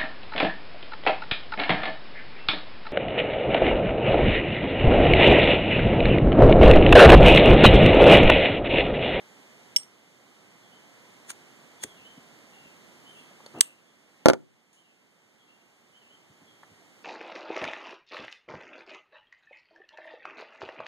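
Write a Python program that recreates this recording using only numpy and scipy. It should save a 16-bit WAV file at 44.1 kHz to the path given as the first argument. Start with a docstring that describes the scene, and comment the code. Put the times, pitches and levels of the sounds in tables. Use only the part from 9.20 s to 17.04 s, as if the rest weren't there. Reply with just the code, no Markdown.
"""Flip lighter on a quiet porch

A metal lighter is worked close to a computer's two-port microphone: ringing modes make the lid clink open,
snap shut and clatter onto the table; rough noise makes two flint strokes, low noise the fluttering flame.
Soft noise makes bumps, a hand swing and a lip pop. Behind are outdoor hiss, a faint whine, a high whistle
and a far songbird of gliding tones. The loud clacks push the input gain down and overload it.
"""
import sys
import numpy as np
from scipy import signal
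from scipy.fft import rfft, irfft, next_fast_len
from scipy.io import wavfile

SR = 44100
rng = np.random.default_rng(int(sys.argv[2]) if len(sys.argv) > 2 else 0)


def dump_mix(stems):
    """Bounce the given channels to the path in sys.argv[1] as a 16-bit WAV at rate SR."""
    frames = np.atleast_2d(stems).T  # one column per channel
    limited = np.clip(frames, -1, 1)  # hard clip at full scale
    pcm = np.round(limited * 32767).astype(np.int16)
    wavfile.write(sys.argv[1], SR, pcm)


N = 345655
TIME = np.arange(N) / SR   # s
PORT_GAP_S = .000381   # time sound needs from one microphone port to the other

# ringing of the closed case, damped by the hand: [f/Hz, level/dB, time to fall 60 dB/s]
SHUT_CASE_MODES = [(1140, -28, .008), (2300, -26, 0.0082), (3020, -10.5, 0.0069), (3680, -13.5, .005),
                   (4524, -10, 0.0023), (6150, -17, 0.0068), (6700, -33.5, 0.063), (8100, 2, 0.0087),
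                   (8520, -39, 0.19), (7920, -11.5, 0.034), (8900, -41, 0.077), (11450, -12, 0.005)]


def from_db(db):
    """Turns decibels into an amplitude factor."""
    return 10 ** (np.asarray(db) / 20)


def rms_one(x):
    """Scales a sound to an average (rms) strength of 1."""
    return x / np.sqrt(np.mean(x ** 2) + 1e-20)


def at_hz(points, hz):
    """Reads a table between its points, on a log-frequency axis."""
    known_hz, values = np.transpose(points)
    return np.interp(np.log(hz + 1e-9), np.log(known_hz), values)


def filtered(x, response):
    """Applies a frequency response, given as a function of Hz."""
    size = next_fast_len(N + SR // 10)
    hz = np.fft.rfftfreq(size, 1 / SR)
    return irfft(rfft(x, size) * response(hz), size)[..., :N]


def delayed(x, lag_s):
    """Delays a sound, even by a fraction of a sample, by turning the phase of each frequency."""
    return filtered(x, lambda hz: np.exp(-2j * np.pi * hz * lag_s))


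def coloured(x, spectrum):
    """Gives a noise its spectrum, then scales it to rms 1."""
    return rms_one(filtered(x, lambda hz: from_db(at_hz(spectrum, hz))))


def smoothed(x, time_s):
    """Makes a signal follow its input sluggishly (one-pole lag)."""
    keep = np.exp(-1 / (time_s * SR))
    return signal.lfilter([1 - keep], [1, -keep], x + 1e-18)


def band_passed(x, order, low_hz, high_hz):
    """Keeps the frequencies between two edges."""
    return signal.sosfilt(signal.butter(order, [low_hz, high_hz], "band", fs=SR, output="sos"), x)


def high_passed(x, order, edge_hz):
    """Weakens the frequencies below an edge."""
    return signal.sosfilt(signal.butter(order, edge_hz, "high", fs=SR, output="sos"), x)


def swells(rows):
    """Loudness curve of events that grow and die exponentially: [peak t/s, level/dB, rise/s, fall/s]."""
    total = np.zeros(N)
    for peak_s, db, rise_s, fall_s in rows:
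        growth = np.minimum((TIME - peak_s) / rise_s, (peak_s - TIME) / fall_s)
        total += from_db(db) * np.exp(np.maximum(growth, -20))
    return total


def held(start_s, end_s, attack_s, release_s):
    """Loudness curve that rises, holds and dies away."""
    rise = 1 - np.exp(-np.maximum(TIME - start_s, 0) / attack_s)
    return rise * np.exp(-np.clip((TIME - end_s) / release_s, 0, 20))


def struck(hits, modes, crack_db, crack_s, crack_low_hz, crack_top_hz):
    """Each blow rings all modes, with a short crack of rough contact that differs at the two ports."""
    t, out = TIME[:SR // 3], np.zeros((2, N))
    for hit_s, db, brightness in hits:
        ring = np.zeros(len(t))
        for hz, level_db, t60_s in modes:
            tilt_db = brightness * np.log2(hz / 5000)   # brightness is in dB per octave around 5 kHz
            ring += from_db(level_db + tilt_db - 60 * t / t60_s) * np.sin(2 * np.pi * hz * t)
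        burst = from_db(crack_db) * np.exp(-t / crack_s) * rng.standard_normal((2, len(t)))
        crack = band_passed(burst, 2, crack_low_hz, crack_top_hz)
        # the lighter is to the right: the left port hears its ring later and weaker
        left_ring = from_db(-15) * np.interp(t - PORT_GAP_S, t, ring)
        start = round(hit_s * SR)
        out[:, start:start + len(t)] += from_db(db) * (crack + [left_ring, ring])
    return out


def porch(x, near_db, near_s, tail_db):
    """A quick scatter off hand, screen and table, then a faint tail that dies band by band."""
    # how long the porch echoes: [f/Hz, time to fall 60 dB/s]
    echo_times = [(150, 0.51), (500, 0.29), (2000, 0.17), (4000, .15), (6000, 0.23), (8700, .36),
                  (14000, .2)]
    t = TIME[:SR // 3]
    edges_hz = np.geomspace(100, 16000, 8)
    tail = 0
    for low_hz, high_hz in zip(edges_hz, edges_hz[1:]):
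        band = band_passed(rng.standard_normal((2, len(t))), 2, low_hz, high_hz)
        t60_s = at_hz(echo_times, np.sqrt(low_hz * high_hz))
        tail = tail + band * np.exp(-np.log(1000) * t / t60_s)
    near = rng.standard_normal((2, len(t))) * np.exp(-t / near_s) * (t > .0005)
    echoes = from_db(near_db) * rms_one(near) + from_db(tail_db) * rms_one(tail * (t > .005))
    echoes = echoes / np.sqrt(len(t))
    return x + signal.fftconvolve(x[1:], echoes, axes=1)[:, :N]   # the right port's sound feeds the echoes


def outdoors(right_db, count=8):
    """Hiss comes from many directions, more from the right, each with its own lag between the ports."""
    # steady outdoor hiss: [f/Hz, level per Hz/dB]
    air_colour = [(35, -36), (70, -11), (110, -1.5), (230, 0), (500, -9.5), (1000, -13.5), (1600, -14),
                  (2100, -15), (3000, -15.5), (4000, -21.5), (7000, -23), (9000, -20.5), (12000, -33.5),
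                  (15500, -27)]
    # far steady whine: [f/Hz, level/dB]
    whine_tones = [(2067, -65.5)]
    ports = 0
    for bearing in np.linspace(-1, 1, count):   # -1 is left, 1 is right
        wave = from_db(right_db * bearing) * rng.standard_normal(N)
        ports = ports + np.array([delayed(wave, bearing * PORT_GAP_S), wave])
    port_time = TIME - .7 * np.array([[PORT_GAP_S], [0]])   # the whine reaches the left port later
    whine = sum(from_db(db) * np.sin(2 * np.pi * hz * port_time) for hz, db in whine_tones)
    return from_db(-54.5) * coloured(ports, air_colour) + whine


def bird(waver_hz, echo_db, echo_s):
    """Phrases of gliding whistles, smeared by echoes from trees and walls."""
    # the four syllables by name: [start f/Hz, end f/Hz, accent/dB]
    bird_syllables = {"high": (3480, 3150, -5), "up": (2940, 3180, 0), "down": (2940, 2480, -1),
                      "low": (2680, 2800, 0)}
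    # the phrases: [t/s, names of the syllables, level/dB]
    bird_phrases = [(1.42, "high up", -58), (2.588, "high high down up", -53), (3.315, "low down", -53.5),
                    (3.845, "up down", -51), (3.96, "high", -54), (4.341, "low down", -48),
                    (4.65, "high", -58), (4.99, "down", -59), (5.55, "up down", -52),
                    (6.18, "high low", -52), (6.72, "up down up", -52), (7.26, "high", -51)]
    syllable_s, step_s = .072, .082   # length of every syllable, and time from one start to the next
    along = np.linspace(0, 1, int(syllable_s * SR))
    song = np.zeros(N)
    for phrase_s, names, db in bird_phrases:
        for k, name in enumerate(names.split()):
            start_hz, end_hz, accent_db = bird_syllables[name]
            waver = rms_one(smoothed(rng.standard_normal(SR // 4), .003))[:len(along)]
            pitch_hz = start_hz + (end_hz - start_hz) * along + waver_hz * waver
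            tone = np.sin(2 * np.pi * np.cumsum(pitch_hz) / SR)
            start = int((phrase_s + k * step_s) * SR)
            song[start:start + len(along)] += from_db(db + accent_db) * np.sin(np.pi * along) * tone
    t = TIME[:SR // 2]
    echoes = rms_one(rng.standard_normal((2, len(t))) * np.exp(-t / echo_s)) / np.sqrt(len(t))
    echoed = signal.fftconvolve(song[None], echoes, axes=1)[:, :N]
    return song * from_db([[-2], [-10]]) + from_db(echo_db) * echoed   # direct song is louder at the left


def whistle(waver_hz):
    """A thin, faint high tone whose pitch wanders at random."""
    pitch_hz = 9220 + waver_hz * rms_one(smoothed(rng.standard_normal(N), 0.0038))
    loudness = from_db(-74.5) * held(start_s=3.865, end_s=4.04, attack_s=.015, release_s=.015)
    return loudness * np.sin(2 * np.pi * np.cumsum(pitch_hz) / SR)


def soft_bumps(noise):
    """Hand and arm bump dully: a softer contact is both duller and longer."""
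    # bumps of hand and arm: [t/s, level/dB, upper edge f/Hz]
    bump_rows = [(2.648, -35, 420), (2.98, -40.5, 350), (3.46, -44, 300), (4.112, -48, 600),
                 (4.2045, -47, 1090), (4.263, -44.5, 1140), (7.10, -44.5, 190.5), (7.22, -41, 227),
                 (7.515, -39.5, 194)]
    rise_cycles, fall_cycles = 1.3, 3.1   # in periods of the upper edge
    out = np.zeros(N)
    for bump_s, db, top_hz in bump_rows:
        contact = swells([(bump_s, db, rise_cycles / top_hz, fall_cycles / top_hz)])
        dull = band_passed(band_passed(noise, 2, 70, top_hz), 2, 70, top_hz)
        out += contact * rms_one(dull)
    return out


def hand_swing(noise):
    """The hand swings to throw the lid shut: a low rush of air and cloth, made of shaped noise."""
    # rush of air and cloth: [f/Hz, level per Hz/dB]
    rush_colour = [(40, -24), (100, -2), (320, 0), (600, -11), (1300, -22), (2200, -39), (6000, -50)]
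    loudness = from_db(-40) * held(start_s=4.339, end_s=4.392, attack_s=.004, release_s=.012)
    return loudness * coloured(noise, rush_colour)


def lips(noise):
    """The lips let go of the cigarette: a small pop of mostly low noise."""
    # pops: [t/s, level/dB, rise/s, fall/s]
    pop_rows = [(7.433, -44.5, 0.0009, 0.0058)]
    # tone colour of the pop: [f/Hz, level/dB]
    lip_colour = [(150, -7), (500, -1), (1800, -2.5), (2600, -20), (9000, -29), (15000, -35)]
    return swells(pop_rows) * coloured(noise, lip_colour)


def soft_sounds():
    """Bumps, hand swing and lips come from straight ahead, so they are alike at both ports."""
    bump_noise, pop_noise, rush_noise = rng.standard_normal((3, N))
    return lips(pop_noise) + hand_swing(rush_noise) + soft_bumps(bump_noise)


def flame():
    """The vapour catches with a deep puff, then the wick flutters quietly until the lid snuffs it."""
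    # burning wick: [f/Hz, level per Hz/dB]
    wick_colour = [(35, -23), (80, 2.5), (260, 8.5), (500, -6.5), (1500, -24.5)]
    lit_s, snuffed_s, edge_s, puff_hz = 2.635, 4.39, .01, 85
    puff_noise, flutter_noise = rng.standard_normal((2, N))
    puff = rms_one(band_passed(puff_noise, 2, puff_hz / np.sqrt(2), puff_hz * np.sqrt(2)))   # one octave
    puff = puff * swells([(lit_s, -55.5, edge_s, .18)])
    burning = from_db(-68) * held(lit_s, snuffed_s, edge_s, edge_s)
    return puff + burning * coloured(flutter_noise, wick_colour)


def flint(grain_db):
    """The wheel's teeth tear at the flint in a growing run of uneven snaps until it breaks free."""
    # wheel strokes: [t when the wheel breaks free/s, grinding level/dB, final snap level/dB]
    stroke_rows = [(2.104, -36, -36), (2.638, -36, -25.5)]
    # fingers brushing the metal and the table, with the same grain: [t/s, level/dB, fall/s]
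    brush_rows = [(2.1155, -44, .0021), (5.53, -55, .061)]
    # tone colour of the rasp: [f/Hz, level/dB]
    flint_colour = [(200, -9), (900, -8.5), (1700, 0), (2800, 1), (4000, -4), (5200, -5.5), (6650, 4),
                    (7600, 2), (9000, 1.5), (12000, -10), (15500, -12)]
    grind_rise_s, grind_fall_s, snap_s, brush_rise_s = 0.0087, 0.0061, .0013, 0.0011
    bite = rms_one(smoothed(rng.standard_normal(N), .00015))
    snaps = rng.standard_normal((2, N)) * from_db(grain_db * np.tanh(bite))   # uneven grain
    grinding = swells((s, db, grind_rise_s, grind_fall_s) for s, db, _ in stroke_rows)
    breaking = swells((s, db, snap_s, snap_s) for s, _, db in stroke_rows)
    brushing = swells((s, db, brush_rise_s, fall_s) for s, db, fall_s in brush_rows)
    rasp = (grinding + breaking + brushing) * coloured(snaps, flint_colour)
    return porch(rasp, near_db=-21, near_s=0.0029, tail_db=-22.5)


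def landing():
    """Each bounce drums on the table top, whose close modes blur into a short rumble, and clicks the case."""
    # bounces on the table: [t/s, thud level/dB, metal click level before a shared cut/dB]
    bounce_rows = [(5.058, 7, -4), (5.0847, 4.5, -1), (5.0997, 2.5, -10), (5.134, -7.5, -18)]
    # table top, ringing modes and broad ones for punch: [f/Hz, level/dB, time to fall 60 dB/s]
    table_modes = [(124, -25, .06), (190, -21.5, .06), (236, -14, 0.14), (313, -9.5, 0.086),
                   (377.6, -14.5, .14), (438.4, -13.5, .08), (524, -15, 0.059), (534, 2.5, 0.01),
                   (630.6, -12.5, 0.028), (832, -18.5, 0.028), (1220, -21, 0.061), (1001, -16.5, .012),
                   (1400, -9, .011), (1378, -20.5, 0.058), (1746, -21.5, .03), (2140, -11, 0.012),
                   (4540, -30.5, 0.011)]
    # shortly after each bounce the other edge touches down, more lightly
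    edge_lag_s, edge_thud_db, edge_click_db = .0075, -15, -12.5
    far_edge = [(s + edge_lag_s, thud + edge_thud_db, click + edge_click_db) for s, thud, click in bounce_rows]
    touches = bounce_rows + far_edge
    thud_hits = [(s, db, 0) for s, db, _ in touches]
    thuds = struck(thud_hits, table_modes, crack_db=1.5, crack_s=.012, crack_low_hz=230, crack_top_hz=740)
    thuds = high_passed(thuds, 1, 150)   # the thuds carry little deep bass
    click_hits = [(s, db - 9.5, -2) for s, _, db in touches]
    clicks = struck(click_hits, SHUT_CASE_MODES, crack_db=13, crack_s=0.0013,
                    crack_low_hz=1100, crack_top_hz=6400)
    return porch(thuds + clicks, near_db=-20, near_s=.006, tail_db=-28)


def lid():
    """Open, the lid rings like a small bell; shut, the case gives a short bright clack."""
    # lid flicked open, then rattling on its hinge: [t/s, level/dB, brightness/dB per octave]
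    opening_hits = [(0.5622, -15.5, 15), (0.5627, -7, -4.5), (0.569, -26, 2), (0.584, -34, -10),
                    (0.632, -37.5, -4)]
    # open lid and case: [f/Hz, level/dB, time to fall 60 dB/s]
    open_case_modes = [(2360, -25, .022), (2970, -9, .014), (3320, -16, 0.0095), (5546, -20, 0.018),
                       (5520, 0.5, 0.028), (5550, -43, .12), (5730, -44.5, .1), (6250, -22, .01),
                       (7450, -24, .08), (8360, -41, .11), (8500, -26, 0.15), (8600, -21, 0.014),
                       (9200, -17.5, 0.017), (9600, -44, 0.038), (11200, -26, 0.0073),
                       (11760, -35.5, 0.029), (14300, -34, .008)]
    # lid snapped shut, the cam first and then the rim: [t/s, level/dB, brightness/dB per octave]
    closing_hits = [(4.387, -42.5, 0), (4.4073, -12, 1.5), (4.4078, -7, 7), (4.4103, 2, -3),
                    (4.4115, -20, -1)]
    # hinge ticking as the hand drops: [t/s, level/dB, brightness/dB per octave]
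    tick_hits = [(4.2625, -40, 0)]
    # ringing of the hinge: [f/Hz, level/dB, time to fall 60 dB/s]
    tick_modes = [(4450, 2, 0.024), (6400, -7.5, 0.022)]
    opens = struck(opening_hits, open_case_modes, crack_db=-12, crack_s=.0006,
                   crack_low_hz=5020, crack_top_hz=11100)
    # so small a shell radiates no bass
    opens = signal.sosfilt(signal.cheby1(8, 1, 2150, "high", fs=SR, output="sos"), opens)
    shuts = struck(closing_hits, SHUT_CASE_MODES, crack_db=-1.5, crack_s=0.00074,
                   crack_low_hz=2800, crack_top_hz=7000)
    shuts = high_passed(shuts, 1, 1500)
    ticks = struck(tick_hits, tick_modes, crack_db=-3.5, crack_s=.002, crack_low_hz=2000, crack_top_hz=9000)
    opens = porch(opens, near_db=-14, near_s=.003, tail_db=-23)
    return opens + porch(shuts + ticks, near_db=-21, near_s=0.0033, tail_db=-27.5)


def scene():
    """Adds the far sounds of the outdoors to the near sounds of the lighter and the hand."""
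    far = outdoors(right_db=5) + bird(waver_hz=70, echo_db=-1.5, echo_s=.08) + whistle(waver_hz=70)
    return far + soft_sounds() + flame() + flint(grain_db=4.5) + landing() + lid()


def gain_control(x, threshold_db, slope, window_s, attack_s, recovery_db):
    """Loud sounds push the gain down; it creeps back by recovery_db a second."""
    level_db = 10 * np.log10(smoothed(np.mean(x ** 2, axis=0), window_s))
    cut_db = slope * np.maximum(level_db - threshold_db, 0)
    recovered_db = recovery_db * TIME
    held_db = np.maximum.accumulate(cut_db + recovered_db) - recovered_db
    return x * from_db(-smoothed(held_db, attack_s))


def record(dry):
    """Subtracts the other port, delayed, to form left and right beams; then gain control and overload."""
    beams = dry - .98 * delayed(dry[::-1], PORT_GAP_S)
    beams = high_passed(beams, 2, 35)
    # the capsules lose the top treble
    beams = signal.sosfilt(signal.butter(2, 13000, "low", fs=SR, output="sos"), beams)
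    levelled = gain_control(beams, threshold_db=-26.5, slope=0.48, window_s=.012, attack_s=0.07, recovery_db=3.5)
    overloaded = np.clip(levelled, -1, 1)
    # steep upper limit at 15750 Hz
    return signal.sosfilt(signal.ellip(12, .3, 90, 15750, fs=SR, output="sos"), overloaded)


dry = scene()
out = record(dry)
dump_mix(out)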